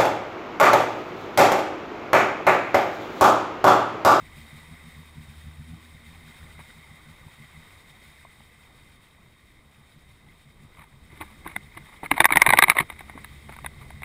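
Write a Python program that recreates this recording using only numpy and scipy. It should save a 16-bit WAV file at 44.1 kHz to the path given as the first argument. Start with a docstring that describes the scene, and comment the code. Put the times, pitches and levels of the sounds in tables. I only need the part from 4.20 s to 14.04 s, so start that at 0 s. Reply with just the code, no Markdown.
"""A four-wheel-drive wallows at idle in a flooded mud hole: its exhaust glugs under the water, the fan
whirrs and muddy water washes and trickles round the wheels. After 3.5 s the glugs sink back.
From about 7 s the hand-held camera moves past a tree: dry twigs scrape and snap against its hollow
plastic case, hard enough to overload the microphone between 8 and 8.6 s. The twigs thin out to
light ticks and the glugging comes forward again."""
import sys
import numpy as np
from scipy import signal
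from scipy.fft import rfft, irfft, next_fast_len
from scipy.io import wavfile
from scipy.ndimage import map_coordinates

SR = 44100
rng = np.random.default_rng(int(sys.argv[2]) if len(sys.argv) > 2 else 0)


def inscribe(sig):
    """Save sig as 16-bit PCM at rate SR to the path in sys.argv[1].

    A 1-D sig is mono; a 2-D sig holds one channel per row.
    Samples are clipped to [-1, 1] before scaling.
    """
    pcm = np.round(np.clip(np.atleast_2d(sig).T, -1, 1) * 32767)
    wavfile.write(sys.argv[1], SR, pcm.astype(np.int16))


N = 433944

# modes of the hollow plastic case: (centre [Hz], width [Hz], level [dB])
CASE_MODES = [(319.3, 226, -17), (724, 400, -10.5), (952, 347, -3), (1128, 205, -5), (1576, 177, -7.5),
              (1880, 225, -8.5), (2095, 344, 0), (2270, 360, -12.5), (2720, 690, -21.5), (3720, 473, -14.5),
              (8320, 700, -20.5), (9853, 430, -11.5), (10880, 660, -21.5), (13360, 504, -23),
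              (14040, 240, -13.5), (14400, 370, -23)]


def amp(db):
    """Decibels to linear gain."""
    return 10 ** (np.asarray(db) / 20)


def unit(x):
    """x at rms 1."""
    return x / np.sqrt(np.mean(x ** 2) + 1e-20)


def curve(rows):
    """Automation through (time [s], value) points, one value per sample."""
    return np.interp(np.arange(N) / SR, *np.transpose(rows))


def wobble(rate):
    """A smooth random curve, rate knots a second."""
    knots = rng.standard_normal(int(N * rate / SR) + 4)
    coarse = np.arange(0, N, 32)
    return np.interp(np.arange(N), coarse, map_coordinates(knots, [coarse * rate / SR]))


def filtered(x, response):
    """x times a complex response of frequency."""
    m = next_fast_len(N + SR // 2)
    return irfft(rfft(x, m) * response(np.fft.rfftfreq(m, 1 / SR)), m)[:N]


def coloured(x, points):
    """x through an EQ of (frequency [Hz], gain [dB]) points on a log axis, at rms 1."""
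    f, db = np.transpose(points)
    return unit(filtered(x, lambda hz: amp(np.interp(np.log(hz + 1), np.log(f), db))))


def resonance(hz, centre, width):
    """Causal response of one mode, 1 at its centre."""
    return 1j * hz * width / (centre ** 2 - hz ** 2 + 1j * hz * width)


def add(track, s, sound):
    """Mix a sound into the track from time s."""
    part = track[max(round(s * SR), 0):][:len(sound)]
    part += sound[:len(part)]


def whirr(centre_hz=2060, width_hz=260, flutter_db=1.9):
    """The cooling fan and belt: a narrow, fluttering band of rushing air."""
    # swell of the whirr: (time [s], level [dB])
    fan_levels = [(0, -55.5), (.75, -58), (1.1, -68), (1.55, -65), (1.9, -58.5), (2.4, -57), (4.2, -61.5),
                  (4.8, -67), (6.8, -67.5), (7.3, -60), (9.84, -57)]
    band = unit(filtered(rng.standard_normal(N), lambda hz: resonance(hz, centre_hz, width_hz) ** 2))
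    return band * amp(curve(fan_levels) + flutter_db * wobble(20))


def bubbles(per_second, pitch_hz, spread, cycles, rise, size_db, count=4000):
    """Random bubbles of rms 1: damped tones that climb as they near the surface."""
    t = np.arange(SR // 40) / SR
    start = np.cumsum(rng.exponential(SR / per_second, count)).astype(int)
    hz = pitch_hz * np.exp(spread * rng.standard_normal((count, 1)))
    size = amp(size_db * np.minimum(rng.exponential(size=(count, 1)), 4))
    age = t * hz / cycles
    climb = 1 + rise * np.minimum(age, 2)
    rings = size * np.sin(2 * np.pi * hz * t * climb) * age * np.exp(-np.pi * age)
    positions = start[:, None] + np.arange(len(t))
    return unit(np.bincount(positions.ravel(), rings.ravel(), N)[:N])


def water(hiss_db=-1.14, slosh_db=-5.0, slosh_follows=0.78, fizz=0.23, plops=0.098):
    """A hiss with fine bubbles over a lower slosh with larger ones; one wash drives both."""
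    # how hard the water washes round the wheels: (time [s], level [dB])
    wash_levels = [(0, -52.5), (.7, -53.5), (1.4, -56), (2.3, -53.5), (2.8, -56.5), (3.5, -54), (4, -57.5),
                   (4.5, -58), (5.2, -62.5), (5.7, -60.5), (6.75, -61.5), (7.2, -56.5), (7.7, -55.5),
                   (8.8, -57), (9.15, -53.5), (9.84, -56.5)]
    # colour of the bright trickle: (frequency [Hz], gain [dB])
    hiss_eq = [(400, -58), (1100, -14.5), (1500, -0.5), (1650, -5.5), (2450, 1), (2850, -8), (3200, 0),
               (3500, -8.5), (5400, -8.5), (6000, -17), (6700, -10.5), (10500, -13.5), (12000, -23.5),
               (15000, -13)]
    # colour of the muddy slosh: (frequency [Hz], gain [dB])
    slosh_eq = [(120, -3), (330, -0.5), (550, -3), (850, -0.5), (1200, 3), (1400, -7.5), (2000, -11.5),
                (4000, -30)]
    # airborne sound rings in the camera case: (centre [Hz], width [Hz], gain [dB])
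    cavity = [(1970, 330, 7.5), (3708, 113, 16.5), (8310, 100, 14), (9870, 140, 13.5), (13900, 340, 11)]
    wash_db = curve(wash_levels)
    flow_db = wash_db.mean() + slosh_follows * (wash_db - wash_db.mean())
    fine = bubbles(per_second=380, pitch_hz=2540, spread=.7, cycles=5.5, rise=.08, size_db=3.8)
    hiss = coloured(rng.standard_normal(N) + fizz * fine, hiss_eq)
    hiss = filtered(hiss, lambda hz: 1 + sum((amp(db) - 1) * resonance(hz, c, w) for c, w, db in cavity))
    large = bubbles(per_second=120, pitch_hz=954, spread=.3, cycles=10, rise=.058, size_db=3.5,
                    count=1500)
    slosh = coloured(rng.standard_normal(N) + plops * large, slosh_eq)
    flicker_db = 0.54 * wobble(7.6) + 1.2 * wobble(30)
    hiss = unit(hiss) * amp(wash_db + hiss_db + flicker_db)
    lapping_db = .9 * wobble(6.2)
    return hiss + slosh * amp(flow_db + slosh_db + lapping_db)


def glug_events(timing_s=.005, scatter_db=1):
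    """(time [s], level [dB]) of every glug: each run keeps its pace, with a little scatter."""
    # runs of glugs: (start [s], end [s], rate [1/s], first level [dB], last level [dB])
    runs = [(.02, .43, 6.1, -50, -48), (.527, .87, 7.3, -43.5, -47.5), (.995, 1.17, 10, -42, -49),
            (1.277, 1.6, 7.8, -42.5, -42), (1.745, 3.46, 6.11, -50.5, -48.5), (3.72, 4.45, 6.1, -58, -58),
            (5.44, 6.16, 6.3, -59, -56), (6.29, 6.82, 6.5, -52.5, -52.5), (7.28, 7.7, 5.9, -55, -47),
            (8.98, 9.85, 6.25, -52, -45)]
    rows = []
    for start, end, rate, first_db, last_db in runs:
        times = np.arange(start, end, 1 / rate)
        rows += zip(times, np.linspace(first_db, last_db, len(times)))
    return rows + rng.standard_normal((100, 2))[:len(rows)] * [timing_s, scatter_db]


def glugs(phase, gain_db=2, swell_s=0.023, froth=0.54, climb_hz_per_s=150, detune_hz=11, third_db=-9):
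    """Gas from the sunken tailpipe rings near firing harmonics 2 and 3 and climbs as it surfaces."""
    # ring of a gas pocket: (frequency [Hz], gain [dB])
    pocket_eq = [(40, -9), (90, 2.5), (150, -4.5), (200, -9.5), (250, -9.5), (330, -38), (600, -57),
                 (1500, -84)]
    t = np.arange(N) / SR
    churn = coloured(rng.standard_normal(N) * (1 + np.cos(phase)) ** 2, pocket_eq)
    gulps, swells = np.zeros(N), np.zeros(N)
    for (s, db), (bend, turn) in zip(glug_events(), rng.uniform(-1.02, 1, (100, 2))):
        near = np.abs(t - s) < 4 * swell_s
        u = t[near] - s
        swell = amp(db) * np.exp(-(u / swell_s) ** 2 / 2)
        drift = 2 * np.pi * (detune_hz * bend * u + climb_hz_per_s * u ** 2 / 2 + turn)
        ring = np.sin(2 * phase[near] + drift) + amp(third_db) * np.sin(3 * phase[near] + drift)
        gulps[near] += swell * ring
        swells[near] += swell
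    return amp(gain_db) * (gulps + froth * swells * churn)


def rumble(gain_db=3, heave_db=1.8):
    """The engine's low rumble, heaving through the water."""
    # weight of the rumble: (time [s], level [dB])
    rumble_levels = [(0, -57), (1.2, -66.5), (1.9, -58), (3, -61.5), (4.4, -61), (5.5, -61.5), (6.6, -58.5),
                     (7.2, -54.5), (9, -54.5), (9.84, -54)]
    # its dark colour: (frequency [Hz], gain [dB])
    rumble_eq = [(15, -1.5), (45, 5), (110, 2), (200, -4), (380, -11.5), (700, -19), (2000, -76)]
    level_db = curve(rumble_levels) + gain_db + heave_db * wobble(9)
    return coloured(rng.standard_normal(N), rumble_eq) * amp(level_db)


def engine(jitter=0.02483, flutter_db=3.0, note_db=-5.0):
    """Uneven idle firings sound a low note and pulse the glugs, over the rumble."""
    # idle speed: (time [s], firing rate [Hz])
    firing_rates = [(0, 74.8), (1.3, 77.74), (1.8, 80.1), (2.3, 77.8), (3.2, 74.7), (6.5, 71.24),
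                    (8.7, 72.44), (9.84, 70.9)]
    # the firing note, loudest while the tailpipe lies shallow: (time [s], level [dB])
    note_levels = [(0, -60), (.2, -51.5), (.85, -54), (1.05, -48.5), (1.5, -47), (1.65, -52), (2, -51.5),
                   (2.5, -56), (3.5, -67), (4.1, -58), (5, -68), (5.6, -61), (6.7, -63), (7.1, -52),
                   (7.7, -72), (8.8, -52), (9.3, -50.5), (9.84, -49)]
    # its harmonics: (multiple of the firing rate, level [dB])
    harmonics = [(1, 2), (2, -8.5), (3, -10), (4, -20.5)]
    firing_hz = curve(firing_rates) * (1 + jitter * wobble(16))
    phase = 2 * np.pi * np.cumsum(firing_hz) / SR
    note = np.zeros(N)
    for k, db in harmonics:
        strength = amp(db + flutter_db * np.sqrt(k) * wobble(28))
        note += strength * np.sin(k * phase + rng.uniform(0, 2 * np.pi))
    note *= np.sqrt(2) * amp(curve(note_levels) + note_db)
    return note + rumble() + glugs(phase)


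def bumps(gain_db=-2, ring_s=0.018, rise_s=0.0019, rub=0.91):
    """Dull pushes on the whole camera: a short hollow ring with a low rub."""
    # the camera bumped in the hand: (time [s], level [dB], ring pitch [Hz])
    jolts = [(6.92, -41.5, 150), (7.004, -34.5, 315), (7.258, -39, 330), (7.358, -39.5, 200),
             (7.567, -41.5, 317), (7.829, -36, 318), (7.914, -24, 279), (8.002, -26, 333),
             (8.114, -29, 308), (8.152, -24.5, 187), (8.282, -23.5, 135.8), (8.329, -23, 321),
             (8.424, -27.5, 357.3), (8.486, -30, 168.3), (8.601, -25.5, 155.1), (8.953, -36.5, 264)]
    # colour of the rub: (frequency [Hz], gain [dB])
    rub_eq = [(30, -13), (100, -5.5), (160, -2), (230, -8.5), (340, -5.5), (500, -13.5), (1200, -51)]
    t = np.arange(SR // 8) / SR
    swell = (1 - np.exp(-t / rise_s)) * np.exp(-t / ring_s)
    rings, push = np.zeros(N), np.zeros(N)
    for s, db, hz in jolts:
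        add(rings, s, amp(db) * swell * np.sin(2 * np.pi * hz * t))
        add(push, s, amp(db) * swell)
    rubbing = coloured(rng.standard_normal(N), rub_eq)
    return amp(gain_db) * (rings + rub * push * rubbing)


def case_response(hz, stretch=1):
    """One row per mode of the case; the sound passes wall and cavity, so each ring swells briefly."""
    # dead bands of the microphone port: (centre [Hz], width [Hz])
    notches = [(490, 60), (6000, 4900), (12000, 1500)]
    centre, width, db = np.transpose(CASE_MODES)[:, :, None]
    port = np.prod([1 - resonance(hz, c, w) for c, w in notches], axis=0)
    return amp(db) * resonance(hz, centre * stretch, width) ** 2 * port


def drag(attack_s=0.005, release_s=0.00655):
    """Envelope of the dragging twigs: each stroke grips, holds and lets go."""
    # twig strokes over the case: (start [s], length [s], level [dB])
    strokes = [(2.387, 0.029, -47), (6.567, 0.078, -54), (6.895, 0.24, -54.5), (7.005, .022, -43.5),
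               (7.246, 0.084, -47.5), (7.546, 0.036, -45.5), (7.652, 0.1, -56.5), (7.831, 0.037, -40.5),
               (7.918, 0.068, -39), (8, .012, -20), (8.107, 0.025, -29.5), (8.156, .025, -27),
               (8.192, 0.332, -34.5), (8.549, 0.035, -34), (8.598, 0.0076, -15.5), (8.684, 0.044, -48),
               (8.754, 0.24, -55.5), (9.285, 0.056, -49), (9.6, .04, -51)]
    t = np.arange(SR) / SR
    attack = np.minimum(t / attack_s, 1)
    strength = np.zeros(N)
    for s, length, db in strokes:
        release = np.exp(-np.maximum(t - length, 0) / release_s)
        add(strength, s, amp(db) * attack * release)
    return strength


def scrape(grit_db=4, slips_per_s=2400, flutter_db=4.8):
    """Dragging twigs slip in tiny uneven ticks that keep the case ringing."""
    sizes = amp(grit_db * np.clip(rng.standard_normal(N), -2, 2)) * rng.choice([-1, 1], N)
    ticks = (rng.random(N) < slips_per_s / SR) * sizes * amp(flutter_db * wobble(120))
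    ring = irfft(case_response(np.fft.rfftfreq(SR // 10, 1 / SR)).sum(0))
    return drag() * unit(signal.oaconvolve(ticks, ring)[:N])


def flicks(per_second=35, over_drag_db=2, scatter_db=2.5, hardness_spread_db=6,
           floor_db=-56, ceiling_db=-23, count=600):
    """Small random contacts thrown off while a twig drags: (time [s], level [dB], hardness [dB])."""
    times = np.cumsum(rng.uniform(0, 2, count)) / per_second
    size, hardness = rng.standard_normal((2, count))
    strength = np.interp(times, np.arange(N) / SR, drag(), right=0)
    drag_db = 20 * np.log10(strength + 1e-9)
    level_db = np.minimum(drag_db + over_drag_db + scatter_db * size, ceiling_db)
    heard = level_db > floor_db
    return list(zip(times[heard], level_db[heard], hardness_spread_db * hardness[heard]))


def knocks(scatter_db=2, detune=0.048, pivot_hz=1400, edge=0.02, edge_hz=2600,
           catch=0.079, catch_s=0.0033, chatter=0.23, chatter_s=0.0039, ticks_per_s=3500):
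    """Each contact catches, strikes, chatters and rings the case; hard ones favour its upper modes."""
    # twig snaps and finger taps: (time [s], level [dB], hardness as treble over bass [dB])
    contacts = [(2.3923, -44, -16), (4.0506, -44.5, -27), (4.205, -52, -16), (7.011, -36, -1),
                (7.263, -32, -8), (7.2746, -35.5, 20), (7.363, -22.5, 6.5), (7.832, -31, -15),
                (7.8606, -30, 9), (7.914, -11.5, 1), (7.979, -20, -4), (8.0039, -6.5, 3.5),
                (8.0436, -10.5, 6), (8.0543, -5.5, 8), (8.0902, -26, -3), (8.1055, -18, -2),
                (8.1228, -12.5, 8), (8.1342, -20, 5), (8.1575, -14, 3.5), (8.1707, -6, 5),
                (8.2182, -3.5, 5), (8.2639, -10, 2.5), (8.2713, -14.5, 3), (8.2905, -13.5, 8),
                (8.3041, -10.5, 4), (8.325, -15.5, 6), (8.3348, -7, -1), (8.3731, -15.5, 7),
                (8.3881, -4.5, 5.5), (8.4237, -6, 9), (8.4375, -9.5, 12.5), (8.4826, -16.5, -0.5),
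                (8.499, -6, 14), (8.5177, -24.5, -5), (8.5554, -31, -8), (8.5684, -21, 0),
                (8.586, -11.5, 11), (8.701, -30, 2), (8.7923, -38.5, 15), (8.807, -37, -2),
                (8.8964, -37, 0), (8.9764, -37.5, -10), (9.045, -35.5, 12), (9.2938, -38.5, -31),
                (9.3648, -41, 5), (9.3875, -39.5, -2), (9.4454, -32, 0), (9.462, -27.5, 14),
                (9.7044, -40.5, -2), (9.82, -39, 0), (9.833, -31.5, 5)]
    centre = np.transpose(CASE_MODES)[0][:, None]
    lead = SR // 100  # room for the catch ahead of the strike
    t = (np.arange(SR // 10) - lead) / SR
    hz = np.fft.rfftfreq(len(t), 1 / SR)
    octaves = np.clip(np.log2(centre / pivot_hz), -.7, .4)
    grip = np.where(t < 0, catch * np.exp(-np.abs(t) / catch_s), chatter * np.exp(-np.abs(t) / chatter_s))
    blows = np.zeros(N)
    for s, db, hardness_db in list(contacts) + flicks():
        # the spot that is struck sets the strength and sign of each mode
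        spot = amp(scatter_db * rng.standard_normal(centre.shape)) * rng.choice([-1, 1], centre.shape)
        # the twig's load shifts the low modes most
        stretch = 1 + detune * rng.standard_normal() * np.minimum(pivot_hz / centre, 1)
        force = grip * rng.standard_normal(len(t)) * (rng.random(len(t)) < ticks_per_s / SR)
        force[lead] = 1  # the strike
        # a stronger blow has more top
        tilt_db = (hardness_db - 2.5) * octaves + edge * (db + 4.5) * (centre > edge_hz)
        response = (spot * amp(tilt_db) * case_response(hz, stretch)).sum(0)
        ring = irfft(rfft(force) * response)
        attack_rms = np.std(ring[lead:][:SR // 200])
        add(blows, s - lead / SR, amp(db) * ring / attack_rms)
    return blows


def scene():
    """The vehicle and water some way off, the twigs right on the camera; mono."""
    return (water() + whirr() + engine() + scrape() + bumps() + knocks())[None]


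def record(dry, top_hz=15500):
    """The microphone clips at full scale; the camera cuts off steeply above its band limit."""
    clipped = np.clip(dry[0], -1, 1)
    return np.array([filtered(clipped, lambda hz: 1 / (1 + (hz / top_hz) ** 80))])


dry = scene()
out = record(dry)
inscribe(out)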